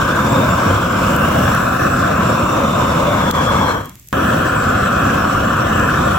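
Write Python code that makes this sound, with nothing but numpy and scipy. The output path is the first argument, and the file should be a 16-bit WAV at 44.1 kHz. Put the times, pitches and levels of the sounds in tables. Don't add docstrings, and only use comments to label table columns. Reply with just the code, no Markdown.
import sys
import numpy as np
from scipy import signal
from scipy.fft import rfft, irfft, next_fast_len
from scipy.io import wavfile
from scipy.ndimage import uniform_filter1d, map_coordinates

SR = 44100
rng = np.random.default_rng(int(sys.argv[2]) if len(sys.argv) > 2 else 0)


def dump_mix(stems):
    frames = np.atleast_2d(stems).T
    limited = np.clip(frames, -1, 1)
    pcm = np.round(limited * 32767).astype(np.int16)
    wavfile.write(sys.argv[1], SR, pcm)


N = 272538
TIME_S = np.arange(N) / SR
RELIGHT_S = 4.128


def amp(db):
    return 10 ** (np.asarray(db) / 20)


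def unit(x):
    return x / np.sqrt(np.mean(x ** 2) + 1e-20)


def along(points, hz):
    f, v = np.transpose(points)
    return np.interp(np.log(hz + 1), np.log(f + 1), v)


def bell(offset, width):
    return 2 ** -((2 * offset / width) ** 2)


def wobble(rate, times=TIME_S):
    knots = rng.standard_normal(int(N * rate / SR) + 4)
    return map_coordinates(knots, [times * rate])


def filtered(x, response):
    size = next_fast_len(N + 8192)
    spectrum = rfft(x, size) * response(np.fft.rfftfreq(size, 1 / SR))
    return irfft(spectrum, size)[..., :N]


def coloured(x, spectrum):
    return filtered(x, lambda hz: unit(amp(along(spectrum, hz))))


def puff(start_s, t60):
    start = int(start_s * SR)
    t = np.arange(SR // 20) / SR
    out = np.zeros((2, N))
    out[:, start:start + len(t)] = amp(-60 * t / t60) * rng.standard_normal((2, len(t)))
    return out


# (frequency [Hz], level [dB rms])
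MACHINE_TONES = [(60, -53), (120, -51), (180, -59), (240, -75), (360, -68)]
# (frequency [Hz], relative density [dB per Hz])
FAR_RUMBLE = [(20, -17), (70, -1), (150, -6), (280, -26), (500, -26), (1200, -36), (4000, -53)]


def night(rumble_db=-52, stray_db=-60):
    hum = np.zeros(N)
    for hz, db in MACHINE_TONES:
        cycles = hz * TIME_S + rng.random()
        hum += amp(db) * np.sqrt(2) * np.sin(2 * np.pi * cycles + .3 * wobble(2.6))
    shared_air = amp(rumble_db) * rng.standard_normal(N)
    stray_air = amp(stray_db) * rng.standard_normal((2, N))
    return hum + coloured(shared_air + stray_air, FAR_RUMBLE)


# (frequency [Hz], relative density [dB per Hz])
FAT = [(300, -28), (1000, -20), (1800, -0.5), (4200, -6.5), (7500, 0.5), (9600, -9), (12500, 1.5),
       (15500, -5)]


def sizzle(fry_db=-49, crackle_db=-55, spread_db=6.0, count=700):
    when, size, side = rng.random((count, 3)).T
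    strength = amp(spread_db * np.minimum(-np.log(1 - size), 4))
    at = (when * N).astype(int)
    ticks = [np.bincount(at, strength * np.sqrt(part), N) for part in (side, 1 - side)]
    crackle = amp(crackle_db) * unit(np.array(ticks))
    frying = amp(fry_db) * rng.standard_normal((2, N))
    return coloured(crackle + frying, FAT)


# (time [s], level [dB], to which snap_db or body_db is added)
SPITS = [(1.163, -18), (1.549, -18), (3.8477, -31), (3.8574, -26), (3.895, -25), (3.9973, -31),
         (4.0741, -31), (4.0865, -24)]
# (time [s], level [dB], t60 [s])
BURST = (3.3108, -13, .017)
# (frequency [Hz], relative density [dB per Hz])
SPLAT = [(500, -25), (2200, -9), (3300, 0), (5200, -7), (7200, -2), (9600, -12), (14500, -5)]


def spits(snap_hz=6500, snap_db=2.5, body_db=-13):
    snaps = sum(amp(db + snap_db) * puff(s, t60=.007) for s, db in SPITS)
    bodies = sum(amp(db + body_db) * puff(s, t60=.008) for s, db in SPITS)
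    thin = filtered(coloured(snaps, FAT), lambda hz: hz ** 2 / np.hypot(hz ** 2, snap_hz ** 2))
    burst_s, burst_db, burst_t60 = BURST
    splat = amp(burst_db) * puff(burst_s, burst_t60)
    return thin + coloured(bodies + splat, SPLAT)


def dip(depth_db=11, fall_s=0.0011, recover_s=0.023):
    t = TIME_S - BURST[0]
    return amp(-depth_db * np.exp(-(t / np.where(t < 0, fall_s, recover_s)) ** 2))


def ignition(push_db=-14, spark_db=-25, push_s=.0003):
    u = np.maximum(TIME_S - RELIGHT_S, 0) / push_s
    push = (u > 0) * (u - 1) * np.exp(-u)
    return amp(push_db) * push + amp(spark_db) * puff(RELIGHT_S, t60=.004)


def resonances(modes, hz, frames, drift=0.018, waver=0.31, flicker_rate=28):
    lift_db = 0
    for centre, width, db in modes:
        strength = 1 + waver * np.sqrt(centre / 5000) * wobble(flicker_rate, frames)
        drifting_hz = centre * (1 + drift * wobble(7, frames))
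        lift_db = lift_db + db * strength * bell(hz[:, None] - drifting_hz, width)
    return lift_db


# (time [s], length [s], frequency [Hz], peak lift [dB])
SWELLS = [(.35, .2, 3550, 7), (.85, 0.18, 3240, 6.5), (1.13, 0.47, 2840, 8.5), (1.617, 0.54, 1610, 4),
          (1.8, 0.36, 3200, -11), (2.35, 0.33, 2700, 7), (2.75, .55, 1590, -8), (2.85, 0.61, 3600, 6.5),
          (4.3, .2, 3400, 5), (5, 0.2, 3400, 3.5), (5.6, .6, 2940, 6.5)]


def sweep(hz, frames, width_hz=310):
    return sum(db * np.outer(bell(hz - centre, width_hz), bell(frames - s, length))
               for s, length, centre, db in SWELLS)


def tray_echo(hz, frames, pose, delay_s=0.001295, per_pose_s=0.00031, shake_s=.00004, ripple_db=0.56):
    shake = np.interp(frames, TIME_S, wobble(2.81))
    delay = delay_s + per_pose_s * pose + shake_s * shake
    treble = np.clip((hz - 1500) / 1000, 0, 1)[:, None]
    return ripple_db * treble * np.cos(2 * np.pi * np.outer(hz, delay))


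# (frequency [Hz], correlation [0-1])
ALIKE = [(230, 1), (390, 0.83), (520, 0.85), (700, 0.56), (1200, 0.79), (1850, 0.5), (3400, 0.4),
         (7500, 0.14), (14000, .18)]


def microphones(rows, hz):
    f, *cols = np.transpose(rows)
    lead, tilt_db = [np.interp(hz, f, c) for c in cols]
    turn = np.arccos(np.clip(along(ALIKE, hz), 0, .999)) / 2
    return np.array([turn, amp(tilt_db)]), np.exp(-1j * lead)


# (time [s], pose [0 drawn back, 1 from the side, 2 steeply from above])
AIM = [(0, 0.8), (.9, 1.16), (1.4, 1.43), (1.85, 2.16), (2.3, 1.23), (3.0, 1.13), (3.35, -0.1), (3.9, -0.5),
       (4.12, 2), (5.1, 2), (5.5, 1.75), (6.18, 2)]
# (frequency [Hz], relative density [dB per Hz])
TURBULENCE = [(20, -41), (46, -27), (70, 7), (100, -1), (160, -.5), (240, 0.5), (430, -11), (900, -5.5),
              (1550, -11), (1980, -21.5), (3300, -27), (4600, -33.5), (7700, -30.5)]
JET = [(7700, -32.5), (9800, -41), (11200, -37.5), (15500, -33.5)]
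# (frequency [Hz], width [Hz], lift before flicker [dB])
BACK_MODES = [(504, 88, 7), (786, 130, -1), (1140, 340, 4.5), (1570, 180, 5.5), (2240, 190, 6),
              (2650, 300, 2.5), (3340, 400, 13), (4120, 200, 9.5), (5500, 400, 7), (7400, 300, 5.5),
              (10700, 500, 6)]
SIDE_MODES = [(542, 125, 10.6), (710, 110, 3.7), (1217, 450, 8.7), (1563, 190, 6.8), (2460, 610, 3.7),
              (3560, 210, 8.1), (5510, 340, 6.8), (7340, 200, 10), (10660, 370, 4)]
ABOVE_MODES = [(527.4, 69, 7.5), (743, 223, 6.5), (870, 132, -17.5), (1370, 490, 9), (1743, 90, 7.5),
               (2210, 390, -1), (2555, 270, 7), (3260, 1300, 6.5), (5630, 380, 8.5), (7600, 340, 8),
               (10900, 600, 4.5)]
# (frequency [Hz], lead of left [rad], left over right [dB])
BACK_STEREO = [(230, 0, 0), (390, 1.7, 2.9), (520, .6, .3), (640, .6, 4.3), (790, 2.8, 6.8),
               (1000, .3, -1.8), (1550, 2, 6.6), (1850, .2, -2.3), (2300, 1.5, 1.8), (3400, 1.7, -1),
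               (5600, .8, 3.5), (7500, 3.4, 4.1)]
SIDE_STEREO = [(230, 0, 0), (390, 1.3, -.9), (520, .6, .4), (640, .3, 7.8), (790, 3.3, .2), (1000, 6.1, .3),
               (1270, 7.3, -1), (1550, 5.3, -.1), (1850, 8.4, -.6), (2300, 7.6, 4.8), (3400, 7.3, -1.4),
               (5600, 5.7, 2.3), (14000, 9.3, 2.7)]
ABOVE_STEREO = [(230, 0, 0), (390, 1, -3.4), (520, .7, 2.8), (640, 2.4, 4.6), (790, 4.3, -3.1),
                (1000, 5.7, 4.5), (1270, 6.4, -1.5), (1550, 6.5, 2.3), (1850, 6.7, .7), (2300, 7.4, 3.9),
                (3400, 7.6, -3.2), (5600, 4.7, 3.7), (7500, 6.4, 1.8), (14000, 4, 3.5)]


def eddies(size=1024):
    hz, t, (a, b) = signal.stft(rng.standard_normal((2, N)), SR, nperseg=size)
    pose = np.clip(np.interp(t, *np.transpose(AIM)), 0, 2)
    share = np.maximum(1 - abs(pose - np.arange(3)[:, None]), 0)

    def blend(per_pose):
        return np.moveaxis(np.array(per_pose), 0, -1) @ share

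    pose_modes = (BACK_MODES, SIDE_MODES, ABOVE_MODES)
    lift_db = sum(part * resonances(modes, hz, t) for part, modes in zip(share, pose_modes))
    patches = uniform_filter1d(rng.standard_normal(a.shape), size=9, axis=0)
    patches = unit(uniform_filter1d(patches, size=12, axis=1))
    patchy_db = along([(200, 0.82), (1200, 1.2), (3000, 1.58)], hz)[:, None]
    slope_db = np.where(hz < JET[0][0], along(TURBULENCE, hz), along(JET, hz))
    moving_db = lift_db + sweep(hz, t) + tray_echo(hz, t, pose) + patchy_db * patches
    gain = amp(slope_db[:, None] + moving_db)

    pose_stereo = (BACK_STEREO, SIDE_STEREO, ABOVE_STEREO)
    weights, delays = zip(*[microphones(rows, hz) for rows in pose_stereo])
    turn, tilt = blend(weights)
    left = (np.cos(turn) * a + np.sin(turn) * b) * tilt
    right = (np.cos(turn) * a - np.sin(turn) * b) * np.exp(1j * np.angle(blend(delays)))
    return hz, gain, np.array([left, right]) / np.hypot(tilt, 1)


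# (level [dB], pose effect [dB per step],
# flare effect [dB per strength], loss after FADE_S [dB], bend of the fade [exponent])
VOICES = [(-18.5, -0.2, 2.0, 23, 1.24), (-16, -0.1, 0.34, 30.5, 1.37), (-28, -1.21, 1.8, 24, 0.82),
          (-0.95, 0.5, 1.2, 25, 1.3)]
# (time [s], level [dB])
HISS = [(0, -35), (0.95, -35.5), (1.1, -34.2), (1.75, -33.5), (2.1, -37.5), (3.7, -35.5), (4.3, -35.5),
        (4.7, -38.5), (6.18, -37.5)]
# (time [s], strength [1])
FLARES = [(.36, 0.93), (.73, .9), (1.12, 1.3), (1.38, 1.2), (2.33, 0.62), (2.83, 0.59), (4.3, 0.3),
          (5.05, 0.77), (5.8, 0.63)]
# (time [s], length [s], level [dB])
LULL = (0.86, 0.24, -1.7)
FLARE_S = 0.23
SHUT_S, FADE_S = 3.725, .2


def flame(slow_db=0.18, fast_db=0.66, own_db=0.36):
    hz, gain, pair = eddies()
    edges_hz = [0, 400, 2000, 9000, SR]
    pose = np.interp(TIME_S, *np.transpose(AIM))
    flare = sum(strength * bell(TIME_S - s, FLARE_S) for s, strength in FLARES)
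    lull_s, lull_length, lull_db = LULL
    flutter_db = slow_db * wobble(7.1) + fast_db * wobble(90)
    shared_db = lull_db * bell(TIME_S - lull_s, lull_length) + flutter_db
    closing = np.maximum(TIME_S - SHUT_S, 0) / FADE_S * (TIME_S < RELIGHT_S)
    bases_db = [0, 0, 0, np.interp(TIME_S, *np.transpose(HISS))]
    out = np.zeros((2, N))
    for lo, hi, base_db, voice in zip(edges_hz, edges_hz[1:], bases_db, VOICES):
        db, pose_db, flare_db, fade_db, bend = voice
        band = gain * ((hz >= lo) & (hz < hi))[:, None]
        steady = band / np.linalg.norm(band, axis=0)
        sound = signal.istft(pair * steady)[1][:, :N]
        level_db = base_db + db + pose_db * pose + flare_db * flare - fade_db * closing ** bend
        out += unit(sound) * amp(level_db + shared_db + own_db * wobble(25))
    return out


def scene():
    return night() + sizzle() + spits() + ignition() + flame() * dip()


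def record(dry, top_hz=16050):
    rounded = dry / (1 + abs(dry) ** 8) ** (1 / 8)
    return filtered(rounded, lambda hz: hz < top_hz)


dry = scene()
out = record(dry)
dump_mix(out)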